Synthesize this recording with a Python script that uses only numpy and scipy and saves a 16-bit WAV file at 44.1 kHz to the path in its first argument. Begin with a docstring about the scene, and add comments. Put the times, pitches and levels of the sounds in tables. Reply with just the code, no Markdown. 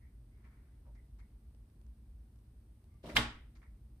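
"""A kitten lunges at a glass door

In a quiet room a kitten pushes off the floor and lunges through vertical blinds at the door.
The pane thumps in its normal modes, the slats clack against it, and the hard room rings for about a
third of a second. Faint rustles and ticks come before and after, over a low steady rumble."""
import sys
import numpy as np
from scipy import signal
from scipy.fft import rfft, irfft
from scipy.io import wavfile
from scipy.ndimage import uniform_filter1d

SR = 44100
rng = np.random.default_rng(int(sys.argv[2]) if len(sys.argv) > 2 else 0)


def file_out(sig):
    """Save sig as 16-bit WAV at sys.argv[1]."""
    # one column per channel
    cols = np.atleast_2d(sig).T
    # limit, then scale
    lim = np.clip(cols, -1, 1)
    pcm = np.round(lim * 32767).astype(np.int16)
    wavfile.write(sys.argv[1], SR, pcm)


N = 176400


def amp(db):
    """Amplitude grows tenfold every 20 dB."""
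    return 10 ** (np.asarray(db) / 20)


def read(points, hz):
    """Interpolation on a log-frequency axis."""
    f, value = np.transpose(points)
    return np.interp(np.log(hz + 1), np.log(f + 1), value)


def unit(x):
    """Normalisation to rms 1."""
    return x / np.sqrt(np.mean(x ** 2) + 1e-30)


def add(mix, s, sound):
    """Superposition of a sound on the mix at time s."""
    part = mix[:, max(round(s * SR), 0):][:, :sound.shape[-1]]
    part += sound[..., :part.shape[1]]


# Each row: frequency in Hz, left-right coherence from 0 to 1.
COHERENCE = [(330, 1), (450, .98), (640, .85), (900, .45), (1400, .1), (15000, 0)]
def noise(size):
    """Partly coherent stereo noise: alike in the bass, unrelated in the treble."""
    a, b = rfft(rng.standard_normal((2, size)))
    coherence = np.clip(read(COHERENCE, np.fft.rfftfreq(size, 1 / SR)), -1, 1)
    mid, side = a * np.sqrt((1 + coherence) / 2), b * np.sqrt((1 - coherence) / 2)
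    return irfft(np.array([mid + side, mid - side]), size)


def colour(x, tone, size=4096):
    """A minimum-phase filter of unit energy imposes the given spectrum."""
    log_gain = np.log(amp(read(tone, abs(np.fft.fftfreq(size, 1 / SR)))))
    taps = np.fft.ifft(np.exp(np.conj(signal.hilbert(log_gain)))).real[:size // 2]
    return signal.oaconvolve(x, taps[None] / np.linalg.norm(taps), axes=1)[:, :x.shape[1]]


def contacts(rows, decay_s):
    """Each contact releases its energy as an exponentially decaying noise burst."""
    out, t = np.zeros((2, N)), np.arange(SR // 10) / SR
    for start, db in rows:
        burst = noise(len(t)) * np.exp(-t / decay_s)
        add(out, start, amp(db) * unit(burst) / np.sqrt(len(t)))
    return out


def strokes(rows, skew=0.45, grain_db=3):
    """Friction makes grainy noise that swells and fades; a small skew makes it peak early."""
    out = np.zeros((2, N))
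    for start, length, db in rows:
        progress = np.arange(0, 1, 1 / (length * SR))
        swell = abs(np.sin(np.pi * progress ** skew))
        grains = amp(grain_db * unit(uniform_filter1d(rng.standard_normal(SR), size=60)))
        add(out, start, amp(db) * unit((noise(SR) * grains)[:, :len(swell)] * swell))
    return out


# Background spectrum. Each row: frequency in Hz, spectral density in dB.
BACKGROUND_TONE = [(20, -35.5), (32, -13.5), (45, -2.5), (56, -1.5), (72, -5.5), (92, -13.5), (118, -11),
                   (150, -22), (225, -23), (320, -27.5), (520, -39), (1050, -45), (3000, -52.5),
                   (5000, -54), (7300, -59.5), (8500, -50), (10000, -50.5), (12500, -56), (15000, -57.5)]
# Hums. Each row: centre in Hz, half-width in Hz, level in dB.
HUM_BANDS = [(54.5, 7.7, -59.5), (119, 6, -72.5), (220, 15, -76.5)]
def room_tone(level_db=-57):
    """Steady rumble and hiss, with hums that waver because narrow-band noise beats within itself."""
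    hz = np.fft.rfftfreq(N, 1 / SR)
    out = amp(level_db) * unit(irfft(rfft(noise(N)) * amp(read(BACKGROUND_TONE, hz)), N))
    for centre, width, db in HUM_BANDS:
        band = rfft(rng.standard_normal(N)) / (1 + ((hz - centre) / width) ** 4)
        out += amp(db) * unit(irfft(band, N))
    return out


# Room decay. Each row: frequency in Hz, time to fall 60 dB in seconds.
REVERB_T60 = [(100, 0.96), (400, 0.2966), (2300, 0.43), (4000, 0.345), (6000, 0.32), (9000, 0.2638),
              (14000, 0.14)]
# Initial spectrum of the reflections. Each row: frequency in Hz, level in dB.
REVERB_TONE = [(100, 10), (290, 14.5), (480, 6.5), (850, 8), (1300, 5), (2500, -1.5), (4000, 0), (5500, 2),
               (8000, 8), (14000, 6)]
def reverberation(x, level_db=-0.5, gap_s=.003, build_s=.0044):
    """A diffuse field decays exponentially, the high treble first."""
    hz, t, spectrum = signal.stft(noise(SR), SR, nperseg=256)
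    decay = amp(read(REVERB_TONE, hz)[:, None] - 60 * t / read(REVERB_T60, hz)[:, None])
    tail = signal.istft(spectrum * decay, SR, nperseg=256)[1]
    tail *= np.clip((np.arange(tail.shape[1]) / SR - gap_s) / build_s, 0, 1)
    tail = unit(tail) / np.sqrt(tail.shape[1])  # unit energy
    return amp(level_db) * signal.fftconvolve(x[:1], tail, axes=1)[:, :N]


# Tiny ticks. Each row: start in seconds, level in dB.
TICK_EVENTS = [(1.548, -49), (1.70, -54), (1.815, -51), (1.866, -50), (2.359, -51), (2.389, -55),
               (2.842, -51), (2.943, -55)]
# Their spectrum. Each row: frequency in Hz, level in dB.
TICK_SPECTRUM = [(200, -6), (700, 11), (1300, -4), (2200, -2), (8000, -9), (15000, -22)]
def ticks(decay_s=.001):
    """A brief contact spreads its energy over a wide band."""
    return colour(contacts(TICK_EVENTS, decay_s), TICK_SPECTRUM)


# Each row: start and length in seconds, level in dB, pitch and half-width in Hz.
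SQUEAK_BANDS = [(.005, .11, -79.5, 2020, 260), (.31, .11, -87, 2130, 170), (.955, .065, -78, 2010, 160),
                (1.193, .065, -78, 2080, 210), (2.88, .15, -88, 1170, 22), (2.88, .15, -90, 2150, 130),
                (3.613, .09, -77, 2060, 210)]
def squeaks():
    """Noise confined to a narrow band is heard as a thin, fuzzy pitch."""
    out, hz = np.zeros((2, N)), np.fft.rfftfreq(SR, 1 / SR)
    for start, length, db, pitch, width in SQUEAK_BANDS:
        progress = np.arange(0, 1, 1 / (length * SR))
        band = rfft(noise(SR)) / (1 + ((hz - pitch) / width) ** 4)
        swell = np.sin(np.pi * progress ** .6)
        add(out, start, amp(db) * unit(irfft(band)[:, :len(swell)] * swell))
    return out


# Each row: start and length in seconds, level in dB, relative fizz level in dB.
BRUSHES = [(.33, .54, -84, -26), (.438, 0.06, -72.5, -22), (0.496, 0.12, -81, -27),
           (0.949, 0.027, -79, -7.5), (1.186, 0.031, -74, -9), (3.089, .045, -56, -14.5),
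           (3.551, 0.039, -74.5, -4.5), (3.616, .04, -70.5, -22)]
# Spectra of the papery body and the fizz. Each row: frequency in Hz, level in dB.
BODY_SPECTRUM = [(400, -16), (1250, -2), (2250, 0), (2600, -12), (4500, -25), (15000, -44)]
FIZZ_SPECTRUM = [(1000, -15.5), (3000, -5.5), (4300, 1), (6500, -3), (8000, -15.5), (15000, -24)]
def rustles():
    """Light friction makes grainy noise; its fizz peaks before its body."""
    body = strokes([row[:3] for row in BRUSHES], skew=.59)
    fizz = strokes([(s, length, db + fizz_db) for s, length, db, fizz_db in BRUSHES], skew=.38)
    return colour(body, BODY_SPECTRUM) + colour(fizz, FIZZ_SPECTRUM)


# One row: start and length in seconds, level in dB.
SOFT_BUMP = (.848, .05, -74.5)
# Its spectrum. Each row: frequency in Hz, level in dB.
BUMP_SPECTRUM = [(200, -7), (600, 5), (1050, 0.5), (1700, -10), (5000, -35)]
def bump():
    """A noise pulse with a gradual onset and little treble sounds soft and dull."""
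    return colour(strokes([SOFT_BUMP], skew=.8), BUMP_SPECTRUM)


# Friction strokes. Each row: start and length in seconds, level in dB.
PAW_SHOVES = [(3.039, .026, -50.5), (3.068, .06, -53.5)]
FUR_SWISH = (3.028, 0.148, -61)
SLAT_SCRAPE = (3.150, .028, -35.5)
# Their spectra. Each row: frequency in Hz, level in dB.
PAW_SPECTRUM = [(50, -16), (130, -9.5), (310, 3.5), (480, -4), (640, 1), (800, -7), (1500, -22),
                (15000, -58)]
FUR_SPECTRUM = [(300, -2.5), (3500, -1), (5000, -6), (7000, -14), (9500, -12.5), (15000, -23)]
SCRAPE_SPECTRUM = [(200, -3), (600, -5), (1100, 4), (1700, -5), (3800, -4), (6500, -16), (9500, -14.5),
                   (15000, -23.5)]
def lunge():
    """Friction noise: paws shove the floor, fur brushes the blinds, slats scrape toward the glass."""
    paws = colour(strokes(PAW_SHOVES, skew=.55, grain_db=2.5), PAW_SPECTRUM)
    fur = colour(strokes([FUR_SWISH], skew=.8), FUR_SPECTRUM)
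    scrape = colour(strokes([SLAT_SCRAPE], skew=1.6, grain_db=2.5), SCRAPE_SPECTRUM)
    return paws + fur + scrape


# Each row: start in seconds, level in dB, contact time in seconds.
PANE_BLOWS = [(3.147, -10.5, .0055), (3.1715, -10, .0004), (3.188, -12.5, .012)]
# Each row: frequency in Hz, level in dB, time to fall 60 dB in seconds.
DOOR_MODES = [(59, -26.5, .5), (119, -26, .26), (160, -32, .25), (237, -24, .31), (303, -27, .33),
              (452, -34, 0.3), (845, -31, .28), (1125, -27, .33), (1285, -29, .3), (1448, -28, 0.28),
              (1782, -30, .28), (1940, -32, .42), (2105, -30, .38), (2780, -28, .29), (3245, -24, .26),
              (3430, -25, .25), (4460, -31, .25)]
def door(rise_s=.002):
    """Impacts excite the pane's normal modes; the longer the contact, the weaker the high ones."""
    out, t = np.zeros((2, N)), np.arange(SR) / SR
    onset = 1 - np.exp(-t / rise_s)
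    for start, db, contact_s in PANE_BLOWS:
        for hz, level, t60 in DOOR_MODES:
            stereo_phase = np.arccos(np.clip(read(COHERENCE, hz), 0, 1)) * rng.uniform(-1, 1, (2, 1))
            mode = amp(db + level - 60 * t / t60) * np.sin(2 * np.pi * hz * t + stereo_phase)
            add(out, start, mode * onset / (1 + (hz * contact_s) ** 2))
    return out


# Slats striking the glass. Each row: start in seconds, level in dB.
SLAT_STRIKES = [(3.1662, 2.5), (3.1676, 0.5), (3.1686, 1), (3.1710, 1), (3.1742, -7), (3.1763, -11)]
# Spectrum of one strike. Each row: frequency in Hz, level in dB.
CRACK_SPECTRUM = [(100, -22), (500, -16), (900, -4), (1400, 1), (2200, 0), (3500, -1), (5200, -8.5),
                  (7000, -20.5), (9500, -20.5), (15000, -28)]
def slat_cracks(level_db=-5.5, decay_s=.0007):
    """A hard impact radiates a broadband pulse; each strike is its own signal."""
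    return [amp(level_db) * colour(contacts([row], decay_s), CRACK_SPECTRUM) for row in SLAT_STRIKES]


# Each row: frequency in Hz, level in dB, time to fall 60 dB in seconds.
SLAT_MODES = [(1130, -24, .015), (1420, -19, .015), (1800, -21, .018), (2102, -20, .045), (2350, -16, .04),
              (2885, -18, .022), (3250, -14, .03), (3455, -14, .028), (3830, -22, .012)]
def slat_ring(level_db=-12.5, rise_s=.00037, left_lag_s=.00007):
    """Damped free vibration: each strike leaves the same short ring in the plastic slats."""
    out, t = np.zeros((2, N)), np.arange(SR // 5) / SR
    phases = rng.uniform(0, 2 * np.pi, len(SLAT_MODES))
    lagged_t = t - np.array([[left_lag_s], [0]])
    ring = sum(amp(level - 60 * t / t60) * np.sin(2 * np.pi * hz * lagged_t + phase)
               for (hz, level, t60), phase in zip(SLAT_MODES, phases))
    for start, db in SLAT_STRIKES:
        add(out, start, amp(db + level_db) * ring * np.minimum(t / rise_s, 1))
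    return signal.sosfilt(signal.butter(2, 900, "high", fs=SR, output="sos"), out)


def scene(clack_pan_db=-2.5):
    """Direct and reflected sound superpose; each slat stands elsewhere, so has its own reflections."""
    cracks, ring = slat_cracks(), slat_ring()
    soft = lunge() + rustles() + squeaks() + bump()
    ticking = ticks()
    pan = amp(np.array([[clack_pan_db], [-clack_pan_db]]) / 2)
    echo = sum(reverberation(crack) for crack in cracks)
    echo += reverberation(amp(-17) * ring + amp(-4.5) * soft + amp(-14) * ticking)
    return (sum(cracks) + ring) * pan + soft + ticking + door() + echo + room_tone()


# Each row: frequency in Hz, gain in dB.
MIC_RESPONSE = [(20, -0.5), (10800, 0), (11250, -17), (11850, -19), (12400, 4.5), (15000, 0.5)]
def record(dry, cutoff_hz=15250):
    """The microphone acts as a linear filter with a treble notch and a band limit."""
    coloured = irfft(rfft(dry) * amp(read(MIC_RESPONSE, np.fft.rfftfreq(N, 1 / SR))), N)
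    lowpass = signal.firwin(511, cutoff_hz, window=("kaiser", 9), fs=SR)
    return signal.oaconvolve(coloured, lowpass[None], "same")


dry = scene()
out = record(dry)
file_out(out)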